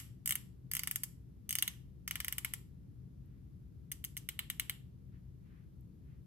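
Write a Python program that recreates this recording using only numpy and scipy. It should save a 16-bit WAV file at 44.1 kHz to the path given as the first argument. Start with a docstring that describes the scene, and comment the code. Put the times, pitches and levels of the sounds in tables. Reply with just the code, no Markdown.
"""The end of an earlier click fades, then the ratchet in a small plastic tube clicks in five bursts as a hand twists it.
Each click is a noisy blow that makes pawl, tube wall and hollow barrel ring; the bare room answers with noise echoes.
After the fourth burst and again after the last, fingers brush the tube: soft swells of noise and tiny ticks.
Ventilation rumble, wavering hum and hiss, all shaped noise, run throughout; a pair of microphone ports hears it all."""
import sys
import numpy as np
from scipy import signal
from scipy.fft import rfft, irfft, next_fast_len
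from scipy.io import wavfile

SR = 44100
rng = np.random.default_rng(int(sys.argv[2]) if len(sys.argv) > 2 else 0)


def master_out(mix):
    """Clip the mix to full scale and print it as 16-bit PCM to the path in sys.argv[1]."""
    frames = np.transpose(np.atleast_2d(mix))
    ceiling = np.clip(frames, -1, 1)
    pcm = np.round(ceiling * 32767).astype(np.int16)
    wavfile.write(sys.argv[1], SR, pcm)


N = 276066  # length in samples
LANDS = 176  # samples from the start of a click to its blow

# Resonances of the pawl, the catch that drops into the ratchet teeth.
# Each row: centre in Hz, width in Hz, relative level in dB.
PAWL = [(7210, 830, -6.5), (8430, 660, 1), (11110, 3100, 0), (13570, 1300, 3), (14300, 700, -1.5),
        (15400, 1200, 1.5)]


def ratchet():
    """Each tooth that slips past the pawl gives one click, placed at its moment."""
    # The pawl drops a second time, late, with a bare snap. 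Each row: time in seconds, snap level in dB.
    late_drops = [(1.0387, -45.5), (3.9207, -45), (4.0483, -44), (4.1756, -46), (4.2907, -47.5)]
    # A click just before the start: snap, knock and ring levels in dB, barrel tilt in dB per octave.
    earlier_click = (-36.5, -44.5, -50.5, -0.5)
    out = np.zeros((2, N + SR))
    bare_snaps = [(s, db, db - 18, db - 11, 3) for s, db in late_drops]
    for s, *levels in [*blows(), *bare_snaps]:
        sound = click(*levels)
        start = round(s * SR) - LANDS
        out[:, start:start + sound.shape[1]] += sound
    left_over = click(*earlier_click)[:, 600:]  # only its fading end is heard
    out[:, :left_over.shape[1]] += left_over
    return out[:, :N]


def blows():
    """Time, snap, knock, ring and tilt of every tooth: a tightening grip makes the barrel knock harder."""
    # Ratchet teeth slipping. Each row: time in seconds, snap level in dB.
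    teeth = [(0.2594, -39.5), (0.2758, -36.5), (0.2932, -38.5), (0.3084, -35.5), (0.3233, -39.5),
             (0.355, -38), (0.7153, -42), (0.736, -39.0), (0.7515, -39), (0.768, -40.5), (0.794, -42),
             (0.8351, -42.5), (0.874, -39.5), (0.9123, -38), (0.959, -37), (1.0351, -39.5), (1.4927, -43),
             (1.508, -39), (1.5274, -41.0), (1.5539, -36.5), (1.5865, -38.5), (1.6249, -33),
             (1.6785, -39.5), (2.0781, -43.5), (2.1105, -42.0), (2.1566, -44), (2.2033, -43),
             (2.2467, -43.5), (2.2824, -40.5), (2.3256, -40.5), (2.383, -40.0), (2.448, -39),
             (2.5373, -40.5), (3.9171, -45.5), (4.0417, -47.0), (4.1686, -48.0), (4.2893, -44),
             (4.392, -42.0), (4.5011, -40.5), (4.5978, -37.5), (4.6969, -40)]
    # Twists of the hand. Each row: start in seconds, barrel knock at full grip in dB, how much softer at
    # first in dB, clicks to reach full grip, wall ring at full grip in dB, barrel tilt in dB per octave.
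    twists = [(.2, -43, 11, 3.85, -53, -0.4), (.7, -47.5, 0, 0.7, -54, -7.5),
              (1.45, -41, 11, 5.05, -48, 6.5), (2.05, -46, 4.5, 1.4, -56, -10), (3.9, -40, 16, 6.3, -57, 5)]
    last_softer_db = 3  # the grip eases on the last tooth of a twist
    ring_follows = .4  # share of the softening that the wall shows
    varies_db = 2.35  # typical chance difference from knock to knock and ring to ring

    s, snap_db = np.transpose(teeth)
    twist = np.searchsorted(np.transpose(twists)[0], s) - 1
    tooth = np.arange(len(s)) - np.searchsorted(twist, twist)  # counted from 0 in each twist
    full_db, first_db, builds, ring_db, tilt_db = np.transpose(twists)[1:, twist]
    is_last = np.append(twist[1:], -1) != twist
    softer = first_db * np.clip(1 - tooth / builds, 0, 1) + last_softer_db * is_last
    chance = varies_db * rng.standard_normal((len(s), 2))
    knock_db = full_db - softer + chance[:, 0]
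    wall_db = ring_db - ring_follows * softer + chance[:, 1]
    return np.transpose([s, snap_db, knock_db, wall_db, tilt_db])


def click(snap_db, knock_db, ring_db, tilt_db):
    """The pawl lands with one blow amid a few ms of swelling and dying noise; pawl, wall and barrel ring."""
    # Hollow barrel of the tube. Each row: centre in Hz, width in Hz, relative level in dB before the tilt.
    hollow = [(1470, 400, -5), (1696, 85, 4.5), (2152, 330, 12.5), (2600, 61, -5), (2887, 240, 13),
              (4050, 1300, -2)]
    # Tube wall. Each row: centre in Hz, width in Hz, relative level in dB.
    wall = [(4800, 700, -10), (6370, 260, -0.5)]
    blur = 2.2  # heard from all sides, the resonances are this many times wider

    t = (np.arange(1024) - LANDS) / SR
    blow = t == 0  # a single sample
    swell = np.where(t < 0, amp(-1 + 60 * t / 0.0041), amp(-60 * t / .012))
    noise = rng.standard_normal((3, len(t))) * swell
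    barrel = [(c, w, db + tilt_db * np.log2(c / hollow[0][0])) for c, w, db in hollow]

    def part(table, db, loose):
        """One body set ringing by the blow and the loose noise around it, at an rms level in dB."""
        return amp(db) * unit(filtered(blow + loose, lambda hz: modes(table, hz)))

    near = part(PAWL, snap_db, 0.097 * noise[0])
    near = near + part(barrel, knock_db, .05 * noise[1])
    near = near + part(wall, ring_db, 0.11 * noise[2])
    bodies = [(PAWL, snap_db), (barrel, knock_db), (wall, ring_db)]
    clean = sum(part(np.multiply(table, [1, blur, 1]), db, 0.) for table, db in bodies)
    sound = echo(near, clean)
    sound[:, :len(t)] += ports(near)
    return sound


def modes(table, hz):
    """Response of a small ringing body: a sum of resonances of alternating sign, without bass."""
    small_hz = 1090  # so small a tube radiates little below this
    bassless = -hz * hz / (small_hz ** 2 - hz * hz + 1.3j * hz * small_hz)
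    total = 0
    for k, (c, w, db) in enumerate(table):
        total = total + (-1) ** k * amp(db) * 1j * hz * w / (c * c - hz * hz + 1j * hz * w)
    return bassless * total


def echo(rattly, clean):
    """A fresh room tail: quick early reflections, then a late echo where each pitch dies at its own speed."""
    # How long the room rings. Each row: frequency in Hz, seconds to fall by 60 dB.
    dying = [(700, 0.29), (2000, .33), (5000, 0.36), (9000, 0.28), (15000, 0.31)]
    # Colour of the late echo. Each row: frequency in Hz, relative level in dB.
    late_colour = [(700, -5), (2000, -18.5), (5000, -15.5), (9000, -15), (13000, -19.5), (14300, -40),
                   (15500, -43)]
    # Colour of reflections from the desk and near walls. Each row: frequency in Hz, relative level in dB.
    early_colour = [(700, -9.5), (2000, -11), (3200, -6), (5000, -1.5), (9000, -6), (13000, -16),
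                    (16000, -7.5)]
    rise_s = .0012  # the first reflection needs about this long, in seconds

    def late_gain(hz, t):
        return amp(along(late_colour, hz)[:, None] - 60 * t / along(dying, hz)[:, None])

    def early_gain(hz, t):
        return amp(along(early_colour, hz)[:, None] - 60 * t / 0.042)

    def tail(shape, gain):
        """Noise whose colour changes over time, with a soft start."""
        hz, t, z = signal.stft(rng.standard_normal(shape), SR, nperseg=128)
        noise = signal.istft(z * gain(hz, t), SR, nperseg=128)[1]
        seconds = np.arange(noise.shape[-1]) / SR
        return noise * (1 - np.exp(-(seconds / rise_s) ** 2)) * amp(-24)

    out = signal.fftconvolve(clean[None], tail((2, SR // 3), late_gain), axes=1)
    front, left, right = tail((3, SR // 16), early_gain)
    reflections = 1.3 * ports(front) + 1.5 * np.array([left, right])
    early = signal.fftconvolve(rattly[None], reflections, axes=1)
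    out[:, :early.shape[1]] += early
    return out


def ports(x):
    """A sound in front as the two ports hear it: left and right differ in phase and level with pitch."""
    # Each row: frequency in Hz, radians by which the left leads, left minus right in dB.
    differences = [(0, 0, 0), (900, 1, 0), (2000, -.8, 0), (3000, -1.2, 0), (4500, -3.6, -1),
                   (6200, -4.5, -1), (6800, -9.4, 0), (7600, -10.5, 1), (8200, -15.7, 3), (9400, -21.3, 4),
                   (10300, -19.7, 0), (16000, -15.8, 0)]
    f, lead, lean_db = np.transpose(differences)

    def response(hz):
        phase = 1j * np.interp(hz, f, lead)
        level = np.interp(hz, f, lean_db) * np.log(10) / 20  # dB to natural log
        return np.exp(np.outer([.5, -.5], phase + level))  # half the difference to each side

    return filtered(x, response)


def fingers():
    """Skin brushing the tube makes soft swells of noise; tiny ticks make the pawl resonances ring."""
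    # Soft brushing. Each row: middle in seconds, half length in seconds, level in dB, centre in Hz.
    brushes = [(3.326, 0.1, -86, 2060), (5.154, 0.043, -77, 1860), (5.477, 0.042, -84, 2600),
               (5.55, 0.091, -76, 1840), (6.118, 0.064, -79.5, 1930)]
    # Colour of the brushing. Each row: multiple of the centre frequency, relative level in dB per Hz.
    skin = [(.25, -16), (.6, 13), (1, 15.5), (1.6, 6), (4, -17), (7, -59)]
    # Faint ticks. Each row: time in seconds, relative strength in dB before they ring.
    faint = [(3.26, -61.5), (3.6022, -71), (5.8094, -59.5)]

    t = np.arange(N) / SR
    rubs = 0
    for s, half, db, centre_hz in brushes:
        colour = np.multiply(skin, [centre_hz, 1])
        swell = np.exp(-((t - s) / half) ** 2)
        rubs = rubs + amp(db) * swell * rush(lambda hz: amp(along(colour, hz)))
    ticks = np.zeros(N)
    for s, db in faint:
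        start = round(s * SR)
        ticks[start:start + 200] = amp(db - 60 * t[:200] / .008) * rng.standard_normal(200)
    return rubs + amp(-3.0) * ports(filtered(ticks, lambda hz: modes(PAWL, hz)))


def air():
    """Duct rumble, narrow wavering motor hum and microphone hiss, each made of filtered noise."""
    # Wavering motor tones. Each row: centre in Hz, width in Hz, level in dB.
    tones = [(60.6, 16, -61.5), (127.7, 9.2, -60.5), (178.6, 31, -63.5)]
    # Colour of the duct rumble. Each row: frequency in Hz, relative level in dB per Hz.
    rumble_colour = [(13, -67), (22, -32.5), (56, -5), (96, -5.5), (129, -4), (187, -13.5), (214, -17),
                     (258, -16), (467, -29), (563, -53.5), (700, -41.5), (910, -75.5), (1540, -120)]
    # Colour of the hiss. Each row: frequency in Hz, relative level in dB per Hz.
    hiss_colour = [(300, -26.5), (500, -4.5), (700, -12), (1200, -16.5), (2500, -24), (6000, -26.5),
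                   (8200, -29.5), (9800, -26), (11600, -25), (14100, -29), (14700, -37), (17000, -60)]
    hum = sum(amp(db) * rush(lambda hz: np.exp(-((hz - c) / w) ** 2)) for c, w, db in tones)
    rumble = amp(-55) * rush(lambda hz: amp(along(rumble_colour, hz)))
    hiss = amp(-78.5) * rush(lambda hz: amp(along(hiss_colour, hz)))
    return hum + rumble + hiss


def rush(gain):
    """Stereo noise of rms 1, mixed from a shared and an opposed noise to be partly alike left and right."""
    # Each row: frequency in Hz, left-right likeness (1 the same, 0 unrelated, -1 opposite).
    likeness = [(60, .9), (130, .8), (290, 0.44), (640, -0.47), (1400, -0.27), (3100, 0.49), (7000, -0.28),
                (10000, -0.42), (15000, 0.96)]
    # Each row: frequency in Hz, left minus right in dB.
    balance = [(60, 2.5), (200, 4.5), (400, 3), (700, -0.3), (15000, 0.5)]

    def mid_side(hz):
        turn = np.arccos(np.clip(along(likeness, hz), -1, 1)) / 2
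        return gain(hz) * [np.cos(turn), np.sin(turn)]

    mid, side = filtered(rng.standard_normal((2, N)), mid_side)
    both = np.array([mid + side, mid - side])
    return unit(filtered(both, lambda hz: amp(np.outer([.5, -.5], along(balance, hz)))))


def amp(db):
    """Gain of a level in dB."""
    return 10 ** (np.asarray(db) / 20)


def unit(x):
    """Scaled to rms 1."""
    return x / np.sqrt(np.mean(x ** 2) + 1e-20)


def along(points, hz):
    """Value at each frequency, read between (Hz, value) points on a log axis."""
    f, v = np.transpose(points)
    return np.interp(np.log(hz + 1), np.log(f + 1), v)


def filtered(x, response):
    """Each frequency of x times a response, which may be complex to shift its phase."""
    n = x.shape[-1]
    m = next_fast_len(n + 2048)  # spare room, so that ringing does not wrap round to the start
    return irfft(rfft(x, m) * response(np.fft.rfftfreq(m, 1 / SR)), m)[..., :n]


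def scene():
    """Tube, hand and room together."""
    return ratchet() + fingers() + air()


def record(dry):
    """The microphone fades above 16 kHz and nothing is kept from the band limit of 17300 Hz up."""
    return filtered(dry, lambda hz: (hz < 17300) / (1 + (hz / 16100) ** 50))


dry = scene()
out = record(dry)
master_out(out)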